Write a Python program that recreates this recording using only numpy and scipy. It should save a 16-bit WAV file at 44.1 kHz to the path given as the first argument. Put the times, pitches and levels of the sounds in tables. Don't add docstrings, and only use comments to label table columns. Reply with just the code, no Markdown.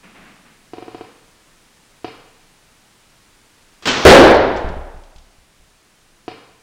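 import sys
import numpy as np
from scipy import signal
from scipy.fft import rfft, irfft
from scipy.io import wavfile
from scipy.ndimage import uniform_filter1d

SR = 44100
rng = np.random.default_rng(int(sys.argv[2]) if len(sys.argv) > 2 else 0)


def to_wav(sig):
    pcm = np.clip(np.atleast_2d(sig), -1, 1) * 32767
    pcm = np.round(pcm).astype(np.int16)
    wavfile.write(sys.argv[1], SR, pcm.T)


N = 291942


def amp(db):
    return 10 ** (np.asarray(db) / 20)


def seconds(count):
    return np.arange(count) / SR


def fade(t, t60):
    return np.exp(-np.log(1000) * t / t60)


def add(mix, start_s, sound):
    part = mix[round(start_s * SR):][:len(sound)]
    part += sound[:len(part)]


def curve_at(points, hz):
    freqs, values = np.transpose(points)
    return np.interp(np.log(hz + 1), np.log(freqs + 1), values)


def colour(x, spectrum, size=8192):
    hz = abs(np.fft.fftfreq(size, 1 / SR))
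    log_gain = np.log(amp(curve_at(spectrum, hz)))
    response = np.exp(np.conj(signal.hilbert(log_gain)))
    taps = np.fft.ifft(response).real[:size // 2]
    return signal.oaconvolve(x, taps)[:len(x)]


def noise(spectrum, count):
    gain = amp(curve_at(spectrum, np.fft.rfftfreq(count, 1 / SR)))
    x = irfft(rfft(rng.standard_normal(count)) * gain, count)
    return x / np.sqrt(np.mean(x ** 2) + 1e-20)


def crack(spectrum, t60):
    t = seconds(SR // 4)
    return noise(spectrum, len(t)) * fade(t, t60)


def ring(tones, tilt_db=0):
    t = seconds(2 * SR)
    return sum(amp(db + tilt_db * np.log2(hz / 400)) * fade(t, t60) * np.sin(2 * np.pi * hz * t)
               for hz, db, t60 in tones)


# (frequency [Hz], fade time [s])
ROOM_FADE = [(40, 1.6), (100, 1.2), (220, 0.98), (450, 0.97), (1000, 1.2), (2000, 1.072), (4000, 0.89),
             (8000, 0.47), (15000, 0.13)]


def die_away(x, stretch):
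    t, hz, spectrum = seconds(len(x)), np.fft.rfftfreq(len(x), 1 / SR), rfft(x)
    centres, t60s = np.transpose(ROOM_FADE)
    bands = [curve_at(np.c_[centres, row], hz) for row in np.eye(len(ROOM_FADE))]
    return sum(irfft(spectrum * band, len(x)) * fade(t, t60 * stretch) for band, t60 in zip(bands, t60s))


# (frequency [Hz], level [dB])
ROOM_TONE_COLOUR = [(12, -29), (20, -1), (38, -18.5), (138, -17.5), (210, -18), (300, -20.5), (558, -24),
                    (1090, -25), (1810, -25.5), (9400, -33.5), (16000, -44)]


def room_tone(level_db=-54.3):
    return noise(ROOM_TONE_COLOUR, N) * amp(level_db)


# (time [s], level [dB])
BUMP_TIMES = [(.03, -45.5), (.145, -45), (.2, -48.5), (0.249, -48), (.45, -52)]
# (frequency [Hz], level [dB])
BUMP_COLOUR = [(40, -30), (110, -19), (170, -4), (260, -5), (420, -13.5), (900, -14), (2500, -14),
               (16000, -65)]


def bumps(build_s=0.0046):
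    out, t = np.zeros(N), seconds(SR)
    swell = 1 - np.exp(-t / build_s)
    for start_s, db in BUMP_TIMES:
        add(out, start_s, amp(db) * die_away(noise(BUMP_COLOUR, len(t)), stretch=0.89) * swell)
    return out


# (time [s], level [dB])
KNOCK_TIMES = [(0.7348, -26.5), (0.7828, -28.5), (0.8248, -28.5), (0.8809, -28.5), (0.9469, -26.5),
               (1.0101, -27), (2.0453, -21.5), (6.2802, -21)]
# (frequency [Hz], level [dB], fade time [s])
WOOD_TONES = [(125, -31, 0.07), (303, -33, 0.021), (339, -1.5, 0.029), (453, 0.5, 0.062),
              (556, -20.5, 0.028), (739, -1.5, 0.04), (990, -9.5, 0.015), (1345, -8.5, 0.0053),
              (2085, -17, 0.013), (2700, -21.5, 0.005)]
# (frequency [Hz], level [dB])
TICK_COLOUR = [(200, -20), (1000, -5), (1500, -1), (2250, 3), (2900, -2), (4000, -5), (5200, -7),
               (7000, -17), (16000, -36)]
# (frequency [Hz], level [dB])
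WOOD_TO_AIR = [(30, -22), (60, -14), (125, 0), (200, -8), (310, 0), (750, 0), (1300, -.5), (2200, 1),
               (3000, -3), (4000, -4.5), (5000, -4), (7000, -10), (16000, -20)]
# (delay [s], strength [ratio])
NEAR_ECHOES = [(.0031, 0.68), (.0085, 0.086), (.0275, .1), (0.0367, 0.32)]
# (frequency [Hz], level [dB])
KNOCK_ECHO_COLOUR = [(100, -7), (300, -8), (450, -8.5), (580, 0.5), (740, -12.5), (1000, 0), (1700, 0.5),
                     (2700, 3.5), (5000, 5.5), (8000, -5)]


def knocks(soft_db=-27, tilt_per_db=0.45, tick_db=-16, room_db=-3, build_s=0.0073):
    direct, tick = np.zeros(N), crack(TICK_COLOUR, t60=0.042)
    for start_s, db in KNOCK_TIMES:
        tilt_db = tilt_per_db * (db - soft_db)
        add(direct, start_s, amp(db) * ring(WOOD_TONES, tilt_db))
        add(direct, start_s, amp(db + tick_db + 2 * tilt_db) * tick)
    direct = colour(direct, WOOD_TO_AIR)
    near = direct.copy()
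    for delay_s, strength in NEAR_ECHOES:
        add(near, delay_s, strength * direct)
    t = seconds(2 * SR)
    swell = 1 - np.exp(-t / build_s)
    echo = die_away(rng.standard_normal(len(t)), stretch=0.82) * swell
    echo = colour(echo / np.linalg.norm(echo), KNOCK_ECHO_COLOUR)
    return near + amp(room_db) * signal.oaconvolve(direct, echo)[:N]


# (time [s], level [dB])
RATTLE_TIMES = [(4.564, -45), (4.571, -40), (4.689, -49), (5.036, -56), (5.161, -53), (5.183, -54)]
# (frequency [Hz], level [dB])
SHAFT_COLOUR = [(300, -20), (1500, -6), (3000, 7.5), (5000, 5.5), (7500, -2.5), (9500, -35), (16000, -32)]


def shaft_rattle(gain_db=6.5, room_db=-17):
    ticks = np.zeros(N)
    for start_s, db in RATTLE_TIMES:
        add(ticks, start_s, amp(db) * crack(SHAFT_COLOUR, t60=0.041))
        add(ticks, start_s, amp(db + room_db) * die_away(noise(SHAFT_COLOUR, SR), stretch=1))
    return amp(gain_db) * ticks


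# (time [s], level [dB])
ROCKING_TIMES = [(4.559, -32), (4.645, -21), (4.701, -23), (4.767, -26), (4.945, -36), (5.16, -43),
                 (5.385, -51), (5.6, -52)]
# (frequency [Hz], level [dB], fade time [s])
FLOOR_TONES = [(28.1, 3, 0.61), (35, -11, 0.58), (63.5, 2, 0.34), (86, -11, 0.24), (130, -8.5, 0.21),
               (176, -13, 0.38)]


def rocking_block(gain_db=1):
    thumps = np.zeros(N)
    for start_s, db in ROCKING_TIMES:
        add(thumps, start_s, amp(db) * ring(FLOOR_TONES))
    return amp(gain_db) * thumps


# (time [s], crack level [dB], echo level [dB])
RELEASE_TIMES = [(3.824, -62, -40.5), (3.8562, -20, -21), (3.8726, -24, -17), (3.8791, -25, -28)]
# (frequency [Hz], level [dB])
BOW_COLOUR = [(30, -11.5), (100, -3), (350, 4.5), (700, -1.5), (1000, -1), (1300, -1), (2000, -3),
              (3100, -1.5), (5000, -7), (7500, -14), (10000, -36), (16000, -34.5)]


def bow():
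    out = np.zeros(N)
    for start_s, crack_db, echo_db in RELEASE_TIMES:
        add(out, start_s, amp(crack_db) * crack(BOW_COLOUR, t60=0.052))
        add(out, start_s, amp(echo_db) * die_away(noise(BOW_COLOUR, 2 * SR), stretch=0.94))
    return out


# (frequency [Hz], level [dB], fade time [s])
BOW_PART_TONES = [(249, -4, .6), (1510, -4, 0.29), (2946, -4.5, .1), (3120, 1, .1)]


def bow_parts(gain_db=-20):
    out, stop_s = np.zeros(N), RELEASE_TIMES[-1][0]
    add(out, stop_s, amp(gain_db) * ring(BOW_PART_TONES))
    return out


HIT_S = 4.0518
# (frequency [Hz], level [dB])
FIN_COLOUR = [(100, -14), (400, 1.5), (1000, 5.5), (2500, -10), (6000, -6), (8000, -29.5), (15000, -39.5)]


def arrow_flight(flight_s=0.115, arrival_db=-25, rise_db_per_s=40.5):
    out, t = np.zeros(N), seconds(round(flight_s * SR))
    hiss = noise(FIN_COLOUR, SR)[:len(t)]
    level_db = arrival_db - rise_db_per_s * (flight_s - t)
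    add(out, HIT_S - flight_s, hiss * amp(level_db))
    return out


# (frequency [Hz], level [dB], fade time [s])
BLOCK_TONES = [(76.5, 5.5, 0.19), (381.8, 15.5, 0.11), (467.7, 15.5, 0.059), (594, 15.5, 0.063)]
# (frequency [Hz], level [dB])
HIT_COLOUR = [(20, -16.5), (45, -17.5), (82, -11.5), (160, -14), (250, -3.5), (380, 3), (580, 1), (850, -6),
              (1150, -14.5), (1600, -13), (2500, -21), (4200, -23.5), (7000, -37), (11000, -43.5),
              (16000, -50.5)]
# (frequency [Hz], level [dB], fade time [s])
WALL_TONES = [(81.2, -5, .5), (112.5, -7, .5), (330.7, -5, 0.94), (388.6, 0, .8), (559, -2.5, .8),
              (606.3, -4, .8), (788.4, -6, 0.77)]


def arrow_hit(echo_db=11, hum_db=2, build_s=0.014):
    out, t = np.zeros(N), seconds(2 * SR)
    echo = amp(echo_db) * die_away(noise(HIT_COLOUR, len(t)), stretch=0.95)
    hum = amp(hum_db) * ring(WALL_TONES)
    swell = 1 - np.exp(-t / build_s)
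    add(out, HIT_S, ring(BLOCK_TONES) + (echo + hum) * swell)
    return out


def scene():
    return (bumps() + knocks() + bow() + bow_parts() + arrow_flight() + arrow_hit()
            + rocking_block() + shaft_rattle() + room_tone())[None]


def gain_control(x, loud_db=-12, cut_db_per_s=6, recover_s=12):
    is_loud = uniform_filter1d(x ** 2, size=1024) > amp(loud_db) ** 2
    hold = np.exp(-1 / (recover_s * SR))
    cut_db = signal.lfilter([cut_db_per_s / SR], [1, -hold], is_loud.astype(float))
    return x * amp(-cut_db)


# (frequency [Hz], level [dB])
MIC_COLOUR = [(20, 0), (10800, 2.5), (11600, -2.5), (12200, -11), (12900, 2), (14000, 4), (16000, 1.5)]


def record(dry, ceiling=0.83, top_hz=16100):
    clipped = np.clip(dry[0], -ceiling, ceiling)
    coloured = colour(gain_control(clipped), MIC_COLOUR)
    low_pass = signal.firwin(511, top_hz, window=("kaiser", 8), fs=SR)
    return signal.oaconvolve(coloured, low_pass, "same")[None]


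dry = scene()
out = record(dry)
to_wav(out)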